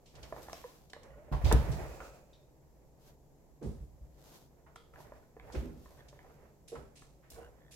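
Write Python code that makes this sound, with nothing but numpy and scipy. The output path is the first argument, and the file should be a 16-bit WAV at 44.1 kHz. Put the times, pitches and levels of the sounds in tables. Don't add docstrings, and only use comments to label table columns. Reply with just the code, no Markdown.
import sys
import numpy as np
from scipy import signal
from scipy.fft import rfft, irfft
from scipy.io import wavfile
from scipy.ndimage import uniform_filter1d

SR = 44100
rng = np.random.default_rng(int(sys.argv[2]) if len(sys.argv) > 2 else 0)


def wav_out(sig):
    wavfile.write(sys.argv[1], SR, np.round(np.clip(np.atleast_2d(sig).T, -1, 1) * 32767).astype(np.int16))


N = 341775
TIME = np.arange(N) / SR

# f/Hz, density/dB
ROOM_SPECTRUM = [(25, 7.5), (102, -21), (138, 6), (195, -5.5), (451, -6), (962, -16.5), (1350, -37),
                 (3800, -36), (7300, -29.5), (9200, -40), (12500, -31), (16000, -40)]
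CLOTH_SPECTRUM = [(150, 12), (600, 16.5), (2000, 0), (3000, 1.5), (3600, 3), (6300, 2.5), (9500, -4),
                  (13000, 2.5), (16000, -10)]
HOLLOW_SPECTRUM = [(120, -3.5), (300, 0.5), (490, 5), (620, 3.5), (900, -3.5), (1400, -10), (1900, -11),
                   (2600, -18.5), (4000, -39.5)]
STEAM_SPECTRUM = [(250, -12.5), (520, -1.5), (850, -10.5), (2250, -24), (2520, -15.5), (2950, -28),
                  (7400, -24), (9000, -32.5)]
# f/Hz, density/dB
TREMBLE_SPECTRUM = [(30, -27), (46, 4), (62, 3.5), (90, -7), (140, -7), (220, -28), (600, -56)]
# t/s, level/dB, f/Hz, t60/s
SCUFF_HITS = [(0.056, -66, 3850, 0.37), (0.152, -53.5, 3700, 0.061), (0.228, -49.5, 3600, 0.082),
              (0.429, -43, 7450, 0.012), (.496, -43, 4860, 0.0076), (0.5301, -20.5, 3350, 0.0061),
              (.535, -64.5, 1940, 0.7), (.898, -52, 4340, 0.032), (.932, -36.5, 3800, 0.012),
              (1.031, -57, 4770, 0.036), (1.321, -58, 2900, 0.29), (1.444, -45, 2970, 0.55),
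              (1.715, -50.5, 4370, 0.17), (3.624, -66, 5340, 0.54), (4.757, -54, 6000, 0.034),
              (5.521, -57.5, 4460, 0.33), (6.083, -53.5, 4180, 0.057)]
# t/s, length/s, murmur/dB, hiss/dB
IRON_MOVES = [(0.137, 0.29, -58.5, -80), (1.02, 0.94, -62, -86), (1.41, 0.43, -48.5, -65.5),
              (4.932, 0.24, -63, -77), (5.422, 0.16, -59, -83), (5.906, 0.51, -65.5, -78.5),
              (7.312, 0.11, -60, -85)]
# t/s, length/s, level/dB
CLOTH_STROKES = [(0.558, 0.44, -61.5), (3.076, 0.094, -68.5), (4.335, 0.19, -63), (5.029, 0.074, -65.5),
                 (5.604, 0.18, -69), (5.897, 0.26, -70.5)]
# t/s, level/dB, f/Hz
SHELL_TICKS = [(0.325, -29.5, 636), (.364, -39, 850), (.485, -36.5, 836), (.497, -38.5, 1130),
               (.531, -35.5, 692), (0.641, -39, 1000), (0.934, -32, 1910), (0.965, -41, 566),
               (1.514, -17.5, 880), (2.004, -31.5, 1340), (4.76, -36, 1300), (4.938, -45.5, 1280),
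               (4.959, -42, 1570), (5.004, -45.5, 905), (5.121, -39.5, 612), (5.367, -43.5, 460),
               (5.398, -38, 2100), (5.501, -40.5, 885), (5.859, -47, 1080), (6.129, -46.5, 574),
               (6.191, -42.5, 1930), (6.245, -49, 795), (7.022, -46.5, 1220)]
# f/Hz, level/dB, t60/s
SHELL_MODES = [(464, -4.5, 0.4), (760, 9.5, 0.024), (1000, 9, 0.026), (1125, -6.5, 0.12), (1734, 10, 0.018)]
# t/s, level/dB, f/Hz, t60/s
TANK_GLUGS = [(.643, -45.5, 488, 0.051), (6.716, -46, 458, 0.14), (7.364, -55.5, 451, 0.39)]
# t/s, level/dB, f/Hz
SLOSH_PATH = [(1.019, -68, 477), (1.218, -59, 614), (1.36, -59.5, 590), (1.849, -61.5, 650),
              (1.999, -58.5, 527), (2.501, -77.5, 604)]
# t/s, level/dB, f/Hz, t60/s
THUD_HITS = [(1.315, -26, 164, 0.025), (1.322, -36, 660, 0.2), (1.448, -36, 555, 0.41),
             (1.514, -30, 1150, 0.09), (1.516, -23.5, 290, 0.12), (1.69, -40, 122, 0.4),
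             (3.612, -39, 292, 0.37), (3.635, -32, 117, 0.15), (4.662, -59, 880, 0.19),
             (5.538, -36.5, 316, 0.19), (5.547, -48.5, 1610, 0.15), (5.599, -42.5, 237, 0.66),
             (6.453, -69, 1130, 0.097), (6.714, -44.5, 373, 0.49), (6.753, -46, 1050, 0.082),
             (7.226, -67.5, 1390, 0.37), (7.372, -49, 456, 0.27)]
# t/s, level/dB, pan/dB
BOARD_BLOWS = [(1.315, -27.5, 12), (1.438, -19, 1), (1.522, -21, 19.5), (1.541, -35, -16), (1.683, -26, -2),
               (3.656, -36, 9), (3.802, -42, 8), (4.008, -47, 10), (5.558, -32.5, 12), (6.758, -45.5, 8)]
# f/Hz, level/dB, t60/s, pan/dB
BOARD_MODES = [(48.5, -10, 0.35, -20), (61.7, 8.5, 0.15, -14), (108.6, 2.5, 0.11, -1),
               (140, -1.5, 0.19, -0.5), (298.8, -13, 0.26, -0.5)]
# t/s, level/dB, f/Hz, t60/s, rise/s
HEEL_HITS = [(1.525, -32.5, 5600, 0.036, 0.00048)]
# t/s, length/s, level/dB
STEAM_PUFFS = [(1.54, 0.51, -54)]
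# t/s, level/dB, lowest f/Hz, highest f/Hz, t60/s
CLINK_HITS = [(2.004, -44.5, 1260, 1420, 0.26), (2.331, -56.5, 3660, 6200, 0.21),
              (4.757, -57.5, 3240, 4870, 0.34)]
# t/s, length/s, level/dB, f/Hz
CREAK_RUNS = [(5.985, 0.031, -56.5, 1800), (7.407, 0.077, -57, 1520), (7.562, 0.34, -67, 1820)]
# frequency ratio, level/dB, t60/s
SLIP_MODES = [(1, 0.5, 0.015), (1.88, -8, 0.014)]
# t/s, level/dB, f/Hz, t60/s
SCRAPE_HITS = [(6.676, -58.5, 4950, 0.46), (6.954, -62, 4440, 0.53), (7.301, -43.5, 9100, 0.035),
               (7.308, -59, 7000, 0.45), (7.709, -60.5, 5540, 1)]

MOVE_ATTACK_S, MOVE_T60_S = 0.009, 0.77
SCUFF_RISE_S = 0.003


def undb(db):
    return 10 ** (np.asarray(db) / 20)


def unit(x):
    return x / np.sqrt(np.mean(x ** 2))


def colour(x, spectrum):
    hz, db = np.transpose(spectrum)
    f = np.maximum(np.arange(N // 2 + 1) * SR / N, 1)
    gain = undb(np.interp(np.log(f), np.log(hz), db))
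    low_cut = np.minimum(f / hz[0], 1) ** 2
    return unit(irfft(rfft(x) * gain * low_cut, N))


def band(x, hz, spread):
    edges_hz = [hz / spread, min(hz * spread, SR * 0.45)]
    return signal.sosfilt(signal.butter(2, edges_hz, "band", fs=SR, output="sos"), x)


def walk(rate_hz):
    hold = int(SR / rate_hz)
    steps = np.repeat(rng.standard_normal(N // hold + 1), hold)
    return unit(uniform_filter1d(steps, hold)[:N])


def fade(t, t60_s):
    return np.exp(-np.log(1000) * t / t60_s)


def ring(modes, t):
    return sum(undb(db) * np.sin(2 * np.pi * hz * t) * fade(t, t60_s) for hz, db, t60_s in modes)


def add(out, at_s, x):
    i = max(int(at_s * SR), 0)
    out[..., i:i + x.shape[-1]] += x[..., :N - i]


def pan(x, left_db):
    left, right = np.broadcast_to(x, (2, N))
    late_right = np.pad(right, (5, 0))[:N]
    return np.array([left * undb(left_db / 2), late_right * undb(-left_db / 2)])


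def diffuse(size, bass_side=0.38, unrelated_hz=2300):
    mid, side = rfft(rng.standard_normal((2, size)))
    f = np.arange(size // 2 + 1) * SR / size
    side = side * np.minimum(np.hypot(bass_side, f / unrelated_hz), 1)
    return irfft(np.array([mid + side, mid - side]), size)


def impulses(size, rate_hz):
    return (rng.random(size) < rate_hz / SR) * rng.standard_normal(size)


def together(*gains):
    return np.sqrt(sum(gain ** 2 for gain in gains))


def gestures(table, attack_s, t60_s):
    gains = []
    for at_s, length_s, db in table:
        swell = np.sin(np.pi / 2 * np.clip((TIME - at_s) / attack_s, 0, 1))
        release = fade(np.maximum(TIME - at_s - length_s, 0), t60_s)
        gains.append(undb(db) * swell * release)
    return together(*gains)


def bursts(table, spread, grit_db):
    out, t = np.zeros((2, N)), TIME[:SR // 2]
    for at_s, db, hz, t60_s, rise_s in table:
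        grit = undb(grit_db * walk(300)[:len(t)])
        noise = band(diffuse(len(t)) * grit, hz, spread)
        envelope = fade(t, t60_s) * (1 - np.exp(-t / rise_s))
        add(out, at_s, undb(db) * noise / np.std(noise.mean(axis=0)) * envelope)
    return out


def room_tone(level_db=-64):
    return undb(level_db) * colour(diffuse(N), ROOM_SPECTRUM)


def scuffs():
    hits = [(*row, SCUFF_RISE_S) for row in SCUFF_HITS]
    return pan(bursts(hits, spread=1.72, grit_db=-1), left_db=-1.5)


def iron_murmur(motion, rest_db=-75):
    murmur = colour(diffuse(N), HOLLOW_SPECTRUM) * undb(2.5 * walk(40))
    return pan(murmur, left_db=-4) * together(motion, undb(rest_db))


def cloth(slowing_ratio=0.77, scatter_db=3.5):
    hiss = colour(diffuse(N), CLOTH_SPECTRUM) * undb(1.5 * walk(45))
    grains = impulses(N, rate_hz=1100) * undb(scatter_db * np.minimum(rng.exponential(size=N), 4))
    catches = colour(grains * rng.choice([-1, 1], (2, N)), CLOTH_SPECTRUM)
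    moves = [(at_s, length_s, db) for at_s, length_s, _, db in IRON_MOVES]
    under_iron = gestures(moves, MOVE_ATTACK_S, MOVE_T60_S)
    strokes = []
    for at_s, length_s, db in CLOTH_STROKES:
        width_s = length_s / 2 * np.where(TIME < at_s, 1, slowing_ratio)
        strokes.append(undb(db) * np.exp(-0.5 * ((TIME - at_s) / width_s) ** 2))
    return (undb(2.5) * hiss + undb(-2) * catches) * together(under_iron, *strokes)


def tick(hz, t60_s, chatter_db, overtone=1.535, contact_s=0.0003):
    t = TIME[:SR // 6]
    chatter = impulses(len(t), rate_hz=1500) * fade(t, 0.17) * (t > 0.002)
    blows = (t == 0) + undb(chatter_db) * chatter / np.linalg.norm(chatter)
    spot = ring([(hz, 0, t60_s), (hz * overtone, -7, t60_s / overtone)], t)
    shell = undb(-22) * ring(SHELL_MODES, t)
    onset = 1 - np.exp(-t / contact_s)
    return signal.fftconvolve(blows, (spot + shell) * onset)


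def ticks(motion, t60_at_1khz_s=0.017, damping_power=1.34, rattle_count=360):
    out = np.zeros(N)
    for at_s, db, hz in SHELL_TICKS:
        t60_s = t60_at_1khz_s * (hz / 1000) ** -damping_power
        chatter_db = min(-49 - db, -4)
        add(out, at_s, undb(db) * tick(hz, t60_s, chatter_db))
    play = np.minimum(motion, undb(-60))
    for when, pitch, size in rng.random((rattle_count, 3)):
        gain = play[int(when * N)] * undb(-6 + 9.7 * size)
        add(out, when * N / SR, gain * tick(hz=600 * 3.2 ** pitch, t60_s=0.04, chatter_db=-4))
    return pan(out, left_db=-2)


def glugs(rise_s=0.0063, glide_hz_per_s=310):
    out, t = np.zeros(N), TIME[:SR // 4]
    for at_s, db, hz, t60_s in TANK_GLUGS:
        swell = (1 - np.exp(-t / rise_s)) ** 2 * fade(t, t60_s)
        note = np.sin(2 * np.pi * (hz + glide_hz_per_s * t / 2) * t)
        add(out, at_s, undb(db) * swell / swell.max() * note)
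    return out


def slosh(width_hz=90):
    at_s, db, hz = np.transpose(SLOSH_PATH)
    phase = 2 * np.pi * np.cumsum(np.interp(TIME, at_s, hz)) / SR
    note = walk(width_hz) * np.cos(phase) + walk(width_hz) * np.sin(phase)
    active = (TIME > at_s[0]) & (TIME < at_s[-1])
    return note * undb(np.interp(TIME, at_s, db)) * active


def thuds(rise_per_t60=0.028):
    hits = [(at_s, db, hz, t60_s, rise_per_t60 * t60_s) for at_s, db, hz, t60_s in THUD_HITS]
    return pan(bursts(hits, spread=1.53, grit_db=0.5), left_db=-3.5)


def board_bounce(push_s=0.0018, rise_s=0.0097, lag_s=0.00068):
    pushes, t = np.zeros((2, N)), TIME[:SR]
    push = np.sin(np.pi * np.minimum(t / push_s, 1)) / (push_s * SR)
    for at_s, db, left_db in BOARD_BLOWS:
        add(pushes, at_s, np.outer(undb([db + left_db / 2, db - left_db / 2]), push))
    out = np.zeros((2, N))
    for hz, db, t60_s, left_db in BOARD_MODES:
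        mode = ring([(hz, db, t60_s)], t) * (1 - np.exp(-t / rise_s))
        out += pan(signal.fftconvolve(pushes, mode[None], axes=1)[:, :N], left_db)
    out[0] = np.interp(TIME - lag_s, TIME, out[0])
    return signal.sosfilt(signal.butter(3, 40, "high", fs=SR, output="sos"), out)


def board_tremble(motion, attack_s=0.015, t60_s=0.65, rest_db=-65.5):
    rumble = colour(diffuse(N, bass_side=0.46), TREMBLE_SPECTRUM)
    shaken = gestures([(at_s, attack_s, db - 5) for at_s, db, _ in BOARD_BLOWS], attack_s, t60_s)
    return rumble * together(shaken, undb(2.5) * motion, undb(rest_db))


def heel_crack():
    return bursts(HEEL_HITS, spread=2.4, grit_db=5)


def steam_hiss():
    hiss = colour(diffuse(N), STEAM_SPECTRUM) * undb(1.5 * walk(30))
    return pan(hiss, left_db=-2) * gestures(STEAM_PUFFS, attack_s=0.37, t60_s=0.99)


def clinks(mode_count=40, mode_t60_s=0.031):
    out, t = np.zeros(N), TIME[:SR // 2]
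    for at_s, db, low_hz, high_hz, t60_s in CLINK_HITS:
        modes_hz = low_hz * (high_hz / low_hz) ** (rng.random(mode_count) ** 2)
        body = ring([(hz, 0, mode_t60_s) for hz in modes_hz], t[:SR // 20])
        rattle = rng.standard_normal(len(t)) * fade(t, t60_s)
        clink = signal.fftconvolve(rattle, body)
        add(out, at_s, undb(db) * clink / np.abs(clink).max())
    return out


def creaks(slip_hz=62, jitter=0.12, scatter_db=2, rub_db=-6):
    slip_count = np.floor(np.cumsum(slip_hz * (1 + jitter * walk(slip_hz))) / SR)
    slips = np.diff(slip_count, prepend=0) * undb(scatter_db * walk(slip_hz))
    rubbing = undb(rub_db) * np.sqrt(slip_hz / SR) * rng.standard_normal(N)
    out = np.zeros(N)
    for at_s, length_s, db, hz in CREAK_RUNS:
        progress = np.clip((TIME - at_s) / length_s, 0, 1)
        pressure = np.sqrt(np.abs(np.sin(np.pi * progress)))
        modes = [(hz * ratio, mode_db, t60_s) for ratio, mode_db, t60_s in SLIP_MODES]
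        body = ring(modes, TIME[:SR // 20])
        out += undb(db) * signal.oaconvolve((slips + rubbing) * pressure, body)[:N]
    return out


def scrapes(metal_hz=(2500, 14100), metal_t60_s=0.014):
    out = np.zeros((2, N))
    for row in SCRAPE_HITS:
        grit = bursts([(*row, SCUFF_RISE_S)], spread=2.06, grit_db=2)
        modes = [(hz, 0, metal_t60_s) for hz in rng.uniform(*metal_hz, size=30)]
        metal = ring(modes, TIME[:SR // 10])
        ringing = signal.oaconvolve(grit, metal[None] / np.linalg.norm(metal), axes=1)[:, :N]
        out += undb(-1) * grit + undb(-10) * ringing
    return out


def room(x, tail_db, near_db=-12, t60_s=0.44):
    t = TIME[:SR // 2]
    near = diffuse(len(t)) * fade(t, 0.05) * (t > 0.002)
    tail = diffuse(len(t)) * fade(t, t60_s) * (t > 0.008)
    echo = (undb(near_db) * unit(near) + undb(tail_db) * unit(tail)) / np.sqrt(len(t))
    return x + signal.fftconvolve(x, echo, axes=1)[:, :N]


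def scene():
    moves = [(at_s, length_s, db) for at_s, length_s, db, _ in IRON_MOVES]
    motion = gestures(moves, MOVE_ATTACK_S, MOVE_T60_S)
    soft = thuds()
    crisp = scuffs()
    close = heel_crack()
    crisp += ticks(motion) + clinks()
    close += pan(scrapes() + undb(6) * (creaks() + glugs()), left_db=-2.5)
    air = room_tone()
    contacts = room(soft, tail_db=-2.5) + room(crisp, tail_db=-5) + room(close, tail_db=-16.5)
    board = undb(2) * board_bounce() + board_tremble(motion)
    return board + contacts + cloth() + iron_murmur(motion) + slosh() + steam_hiss() + air


def record(dry, shelf_hz=8000, shelf_db=2, top_hz=15900):
    f = np.arange(N // 2 + 1) * SR / N
    left_db = shelf_db * f ** 2 / (f ** 2 + shelf_hz ** 2)
    tipped = irfft(rfft(dry) * undb([left_db / 2, -left_db / 2]), N)
    return signal.sosfilt(signal.ellip(10, 0.2, 80, top_hz, fs=SR, output="sos"), tipped)


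dry = scene()
out = record(dry)
wav_out(out)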